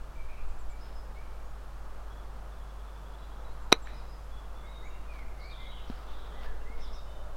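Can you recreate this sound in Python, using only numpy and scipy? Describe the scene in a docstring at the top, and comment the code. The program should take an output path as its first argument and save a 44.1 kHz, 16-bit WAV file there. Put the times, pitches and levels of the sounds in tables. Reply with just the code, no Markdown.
"""Golf shot on an open course

The sole brushes the turf, the face cracks against the ball and the hollow head rings briefly;
hedges and trees return a faint echo. Songbirds call all round, distant machinery hums under far
traffic, light air stirs at the microphone, and the golfer steps over the grass."""
import sys
import numpy as np
from scipy import signal
from scipy.fft import rfft, irfft, next_fast_len
from scipy.io import wavfile
from scipy.ndimage import uniform_filter1d

SR = 44100
rng = np.random.default_rng(int(sys.argv[2]) if len(sys.argv) > 2 else 0)


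def master_out(mix):
    """Clip the mix to full scale and print it as 16-bit PCM to the path in sys.argv[1]."""
    frames = np.transpose(np.atleast_2d(mix))
    ceiling = np.clip(frames, -1, 1)
    pcm = np.round(ceiling * 32767).astype(np.int16)
    wavfile.write(sys.argv[1], SR, pcm)


N = 324884
T = np.arange(N) / SR


def undb(db):
    """Decibels to gain."""
    return 10 ** (np.asarray(db) / 20)


def unit(x):
    """Scale to rms 1."""
    return x / np.sqrt(np.mean(x ** 2))


def noise(spectrum):
    """Noise of rms 1, coloured by rows of f/Hz, level/dB."""
    hz, db = np.transpose(spectrum)
    size = next_fast_len(N)
    bins_hz = np.maximum(np.fft.rfftfreq(size, 1 / SR), 1)
    gain = undb(np.interp(np.log(bins_hz), np.log(hz), db))
    return unit(irfft(rfft(rng.standard_normal(size)) * gain, size)[:N])


def band(x, lo_hz, hi_hz, order=2):
    """Causal band-pass."""
    return signal.sosfilt(signal.butter(order, [lo_hz, hi_hz], "band", fs=SR, output="sos"), x)


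def walk(rate_hz):
    """Smooth random drift of rms 1."""
    step = int(SR / rate_hz)
    held = np.repeat(rng.standard_normal(N // step + 1), step)
    return unit(uniform_filter1d(held, step)[:N])


def fade(start_s, t60_s):
    """Exponential decay from start_s."""
    nepers = np.log(1000) * np.maximum(T - start_s, 0) / t60_s
    return (T >= start_s) * np.exp(-np.minimum(nepers, 60))


def ring(modes, start_s):
    """Damped modes set off by a blow."""
    return sum(undb(db) * fade(start_s, t60_s) * np.sin(2 * np.pi * hz * (T - start_s))
               for hz, db, t60_s in modes)


def bump(centre_s, length_s):
    """Gaussian swell."""
    return np.exp(-2 * ((T - centre_s) / length_s) ** 2)


def scatter(x, delay_s, rise_s, t60_s):
    """Diffuse reflections: convolution with a noise tail of unit energy."""
    onset = 1 - np.exp(-np.maximum(T - delay_s, 0) / rise_s)
    tail = rng.standard_normal(N) * fade(delay_s, t60_s) * onset
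    return signal.fftconvolve(x, tail / np.sqrt(np.sum(tail ** 2)))[:N]


# Far traffic and air: f/Hz, relative density/dB
AIR_SPECTRUM = [(100, -30), (170, -1), (294, -5), (548, -1.5), (1260, -2.5), (2090, -16), (2940, -17.5),
                (15500, -31.5)]


def traffic():
    """Far traffic rumbles and wavers over a smooth hiss; one louder vehicle swells it."""
    vehicle_db = 2.5 * bump(centre_s=6.38, length_s=.4)
    swell_db = 1.2 + vehicle_db + .33 * walk(rate_hz=1.5) + .4 * walk(rate_hz=6)
    air = undb(-54) * noise(AIR_SPECTRUM)
    roar = signal.sosfiltfilt(signal.butter(2, 2000, fs=SR, output="sos"), air)
    hiss = air - roar
    rumble = noise([(10, -19), (35, 0), (60, .5), (90, -6), (135, -6), (170, -13.5),
                    (260, -37.5), (1000, -90)])
    return hiss + undb(swell_db) * roar + undb(-56.5) * rumble


# Machinery tones: f/Hz, level/dB
HUM_TONES = [(49.9, -43.5), (131, -67)]


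def machinery():
    """Far machinery hums, drifting slightly in level and pitch."""
    hum = np.zeros(N)
    for hz, db in HUM_TONES:
        gain = undb(db + .3 * walk(rate_hz=3))
        pitch_hz = hz * (1 + .004 * walk(rate_hz=2.7))
        hum += gain * unit(np.sin(2 * np.pi * np.cumsum(pitch_hz) / SR))
    return hum


# Vehicle whines: centre t/s, length/s, f/Hz, level/dB
VEHICLE_WHINES = [(6.55, 0.58, 443, -59.5), (7.199, .45, 597, -58)]


def whines():
    """Narrow, unsteady tones from far vehicles."""
    return sum(undb(db) * bump(t, length_s) * unit(band(rng.standard_normal(N), hz * .93, hz * 1.08))
               for t, length_s, hz, db in VEHICLE_WHINES)


# Breeze envelope, lull before the shot: t/s, relative level/dB
BREEZE_ENVELOPE = [(0, -43.5), (.5, -37.5), (1.4, -47.5), (2.1, -46.5), (3.1, -54.5), (3.65, -42),
                   (4.2, -49), (6.8, -38.5), (7.37, -42.5)]


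def breeze():
    """Slow eddies press on the microphone."""
    level_db = 5 + np.interp(T, *np.transpose(BREEZE_ENVELOPE))
    eddies = noise([(3, -16), (6, -3.5), (11, 4.5), (16, -6.5), (25, -11), (45, -22.5),
                    (90, -34.5), (300, -64), (2000, -100)])
    return undb(level_db) * eddies


def sing(notes, buzz, arch=0):
    """Whistles from rows of t/s, length/s, f/Hz, glide/f, level/dB; arch droops the pitch at both ends."""
    song = np.zeros(N)
    wobble, waver = walk(rate_hz=520), walk(rate_hz=60)
    for t, length_s, hz, glide, db in notes:
        span = np.flatnonzero((T >= t) & (T < t + length_s))
        position = np.linspace(-1, 1, len(span))
        contour_hz = hz * (1 + glide * position / 2 - arch * position ** 2)
        pitch_hz = contour_hz * (1 + .075 * buzz * wobble[span] + .005 * waver[span])
        tone = np.sin(2 * np.pi * np.cumsum(pitch_hz) / SR)
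        song[span] += undb(db) * unit(signal.windows.tukey(len(span), .35) * tone)
    return song


# Low, fluty notes: t/s, length/s, f/Hz, glide/f, relative level/dB
FLUTY_NOTES = [(.15, .074, 2320, 0, -59), (.69, .069, 2320, 0, -66), (1.15, 0.097, 2290, .13, -59.5),
               (4.62, .11, 2167, 0.027, -60.5), (4.82, .063, 2160, .2, -59), (4.89, .12, 2770, .05, -68),
               (5.07, .175, 2290, -.24, -55), (5.36, .18, 2250, .17, -58), (5.57, .14, 2143, .06, -58.5),
               (6.33, 0.11, 1975, 0, -59.5), (6.45, .093, 1700, -.12, -57), (6.65, .1, 2116, 0.1, -57)]
# Held piping notes: t/s, length/s, f/Hz, relative level/dB
PIPING_NOTES = [(2.10, .035, 3350, -62.5), (2.17, .031, 3375, -61), (3.18, 0.1, 3900, -68),
                (3.44, .07, 3860, -64.5), (3.49, .05, 4176, -69.5), (4.305, .11, 3400, -63.5),
                (4.55, 0.082, 3470, -65.5), (4.65, .15, 3756, -60), (5.505, 0.034, 3720, -60.5),
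                (5.665, 0.081, 3860, -59), (6.60, .04, 2770, -67), (6.935, .076, 3680, -62),
                (7.05, .14, 3010, -70), (7.09, 0.095, 3620, -66.5)]
# Hoarse notes: t/s, length/s, f/Hz, relative level/dB
HOARSE_NOTES = [(.27, .17, 2430, -60), (5.385, 0.15, 4370, -59.5), (5.521, .175, 3580, -57),
                (5.701, 0.13, 3124, -57.5), (6.05, 0.24, 3586, -61), (6.27, .18, 3320, -64),
                (6.809, .096, 3500, -58.5)]


def low_songs():
    """Fluty phrases, level piping and hoarse buzzes."""
    flutes = sing(FLUTY_NOTES, buzz=.25, arch=.016)
    pipes = sing([(t, length_s, hz, 0, db) for t, length_s, hz, db in PIPING_NOTES], buzz=.14)
    buzzes = sing([(t, length_s, hz, 0, db) for t, length_s, hz, db in HOARSE_NOTES], buzz=.85)
    return flutes + pipes + buzzes


def twitter(start_s=2.52, period_s=.088, length_s=.026, hz=3420, glide=.08, db=-65.5):
    """Eleven rising pips, almost evenly spaced."""
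    pips = [(start_s + (k + .04 * late) * period_s, length_s, hz * (1 + .015 * sharp), glide,
             db + 2.2 * loud) for k, (late, sharp, loud) in enumerate(rng.standard_normal((11, 3)))]
    return sing(pips, buzz=.3)


# Falling calls: t/s, relative level/dB
SEEP_CALLS = [(.48, -73), (.585, -69), (.69, -67), (3.61, -71), (3.818, -63.5)]


def seeps(length_s=.039, hz=7500, glide=-.12):
    """Thin, high notes that drop away."""
    return sing([(t, length_s, hz, glide, db) for t, db in SEEP_CALLS], buzz=.04, arch=.03)


# Rising calls: t/s, relative level/dB
LIFT_CALLS = [(1.43, -76), (4.835, -72)]


def lifts(length_s=.088, hz=6900, glide=.075):
    """Thin, high notes that rise and level off."""
    return sing([(t, length_s, hz, glide, db) for t, db in LIFT_CALLS], buzz=0, arch=.06)


# Short calls: t/s, f/Hz, relative level/dB
FLICK_CALLS = [(3.98, 4750, -68), (5.875, 5380, -67), (5.955, 5030, -65)]


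def flicks(length_s=.03, glide=-.222):
    """Quick downward whistles."""
    return sing([(t, length_s, hz, glide, db) for t, hz, db in FLICK_CALLS], buzz=.17)


# Two-note calls: t/s, f/Hz, relative level/dB
PAIR_CALLS = [(.80, 5160, -63), (3.935, 5060, -64.5)]


def pairs(length_s=.0745, period_s=.145, glide=.025, second_db=-2.5):
    """A note and its softer repeat."""
    notes = [(t + k * period_s, length_s, hz, glide, db + k * second_db)
             for t, hz, db in PAIR_CALLS for k in range(2)]
    return sing(notes, buzz=.25, arch=.012)


# Chip calls: t/s, relative level/dB
CHIP_CALLS = [(6.795, -58.5), (6.92, -57.5)]


def chips(length_s=.073, lower_hz=5370, upper_hz=5950, upper_db=-7.5, glide=-.089):
    """Arched notes sung with two voices at once."""
    notes = [(t, length_s, hz, glide, db + voice_db)
             for t, db in CHIP_CALLS for hz, voice_db in [(lower_hz, 0), (upper_hz, upper_db)]]
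    return sing(notes, buzz=.22, arch=.16)


def birds():
    """Far song flutters in moving air; twigs blur it and the tree line adds a dull tail."""
    song = low_songs() + twitter() + seeps() + lifts() + flicks() + pairs() + chips()
    song *= undb(1.8 * walk(rate_hz=70))
    twigs = undb(-7.5) * scatter(song, delay_s=.0022, rise_s=.003, t60_s=.2)
    trees = undb(-6) * scatter(band(song, 1500, 4600), delay_s=.018, rise_s=.02, t60_s=.9)
    return undb(-3) * song + twigs + trees


# Shoe and cloth brushes: centre t/s, length/s, level/dB
BRUSHES = [(.87, .12, -59), (5.146, .025, -53), (5.19, .012, -55), (5.9005, 0.0025, -48), (5.93, 0.14, -57),
           (6.12, 0.12, -58), (6.29, .1, -64), (6.45, 0.07, -53.5), (6.794, .03, -54.5)]
# Footfalls: t/s, level/dB
STEPS = [(5.8997, -27), (6.70, -41.5)]
# Footfall modes: f/Hz, relative level/dB, t60/s
STEP_MODES = [(242, 0.5, 0.035), (400, -7, 0.017), (680, -18, .012)]


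def golfer():
    """Grainy brushing of shoes and cloth, and dull knocks as the golfer steps away."""
    grass = noise([(150, -24), (500, 1.5), (1300, 5), (2200, -4), (4500, -6.5),
                   (7500, -27), (15000, -22)])
    grain = unit(grass * undb(3.5 * walk(rate_hz=400)))
    brushing = grain * sum(undb(db) * bump(t, length_s) for t, length_s, db in BRUSHES)
    knocks = sum(undb(db) * ring(STEP_MODES, t) for t, db in STEPS)
    return brushing - knocks


# Turf fragments: centre t/s, length/s, level/dB
DIVOT_BITS = [(3.873, 0.0031, -43.5), (3.892, 0.03, -55)]


def divot():
    """Bits of turf fall back in soft bursts of noise."""
    patter = unit(band(rng.standard_normal(N), 1300, 2400))
    return patter * sum(undb(db) * bump(t, length_s) for t, length_s, db in DIVOT_BITS)


# Sole on turf: f/Hz, relative density/dB
SCUFF_SPECTRUM = [(100, -14), (250, -11.5), (450, 2), (800, 1), (1300, -11), (2600, -12), (4200, -7),
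                  (5800, -23), (8000, -30), (15000, -36)]
# Soil thump: f/Hz, level/dB, t60/s
SOIL_MODES = [(108, -31.5, 0.054)]


def turf(start_s):
    """The sole scuffs the grass and the soil thumps under it."""
    scuff = undb(-18) * noise(SCUFF_SPECTRUM) * bump(start_s + .002, length_s=.003)
    return scuff + ring(SOIL_MODES, start_s)


# Face on ball: f/Hz, relative density/dB
CRACK_SPECTRUM = [(600, -2), (4000, 1), (7200, 0), (8200, -9), (9600, -2.5), (11000, -3), (14500, -9),
                  (16000, -20.5)]
# Club head and ball modes: f/Hz, relative level/dB, t60/s
CLUB_MODES = [(404, 2.5, .0076), (725, 1, .007), (990, -2.5, .008), (1243, -4, .011), (2100, -6.6, .0135),
              (2414, -4, .0125), (2860, -17, .014), (3907, 1.5, .012), (4060, -35.5, 0.095),
              (4150, -16, .009), (5750, -5, .0076), (5900, -46, .08), (6040, -47, .08),
              (7157, -23.5, 0.0076)]


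def strike(start_s):
    """The contact cracks; the ring builds while the ball is squashed on the face."""
    envelope = undb(-21.5) * fade(start_s, t60_s=.006) + undb(-33) * fade(start_s, t60_s=.031)
    crack = noise(CRACK_SPECTRUM) * envelope
    build_up = 1 - fade(start_s, t60_s=.003)
    head = band(build_up * ring(CLUB_MODES, start_s), 215, 15000)  # the ring carries little bass
    return crack + head


def shot():
    """Turf first, ball 5 ms later; rough ground spreads the click and hedges echo it."""
    direct = turf(start_s=3.7205) + strike(start_s=3.7257)
    ground = scatter(band(direct, 250, 2800), delay_s=.003, rise_s=.001, t60_s=.1)
    hedges = scatter(band(direct, 1400, 3500, order=1), delay_s=.11, rise_s=.055, t60_s=.76)
    return direct + undb(-20.5) * ground + undb(-32) * hedges + divot()


def scene():
    """All sources at one microphone."""
    return (shot() + birds() + golfer() + traffic() + machinery() + whines() + breeze())[None]


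def record(dry):
    """The crack just overloads the input; a steep low-pass cuts the top."""
    clipped = dry / (1 + dry ** 6) ** (1 / 6)
    cutoff_hz = 15900
    return signal.sosfilt(signal.ellip(8, .2, 70, cutoff_hz, fs=SR, output="sos"), clipped, axis=-1)


dry = scene()
out = record(dry)
master_out(out)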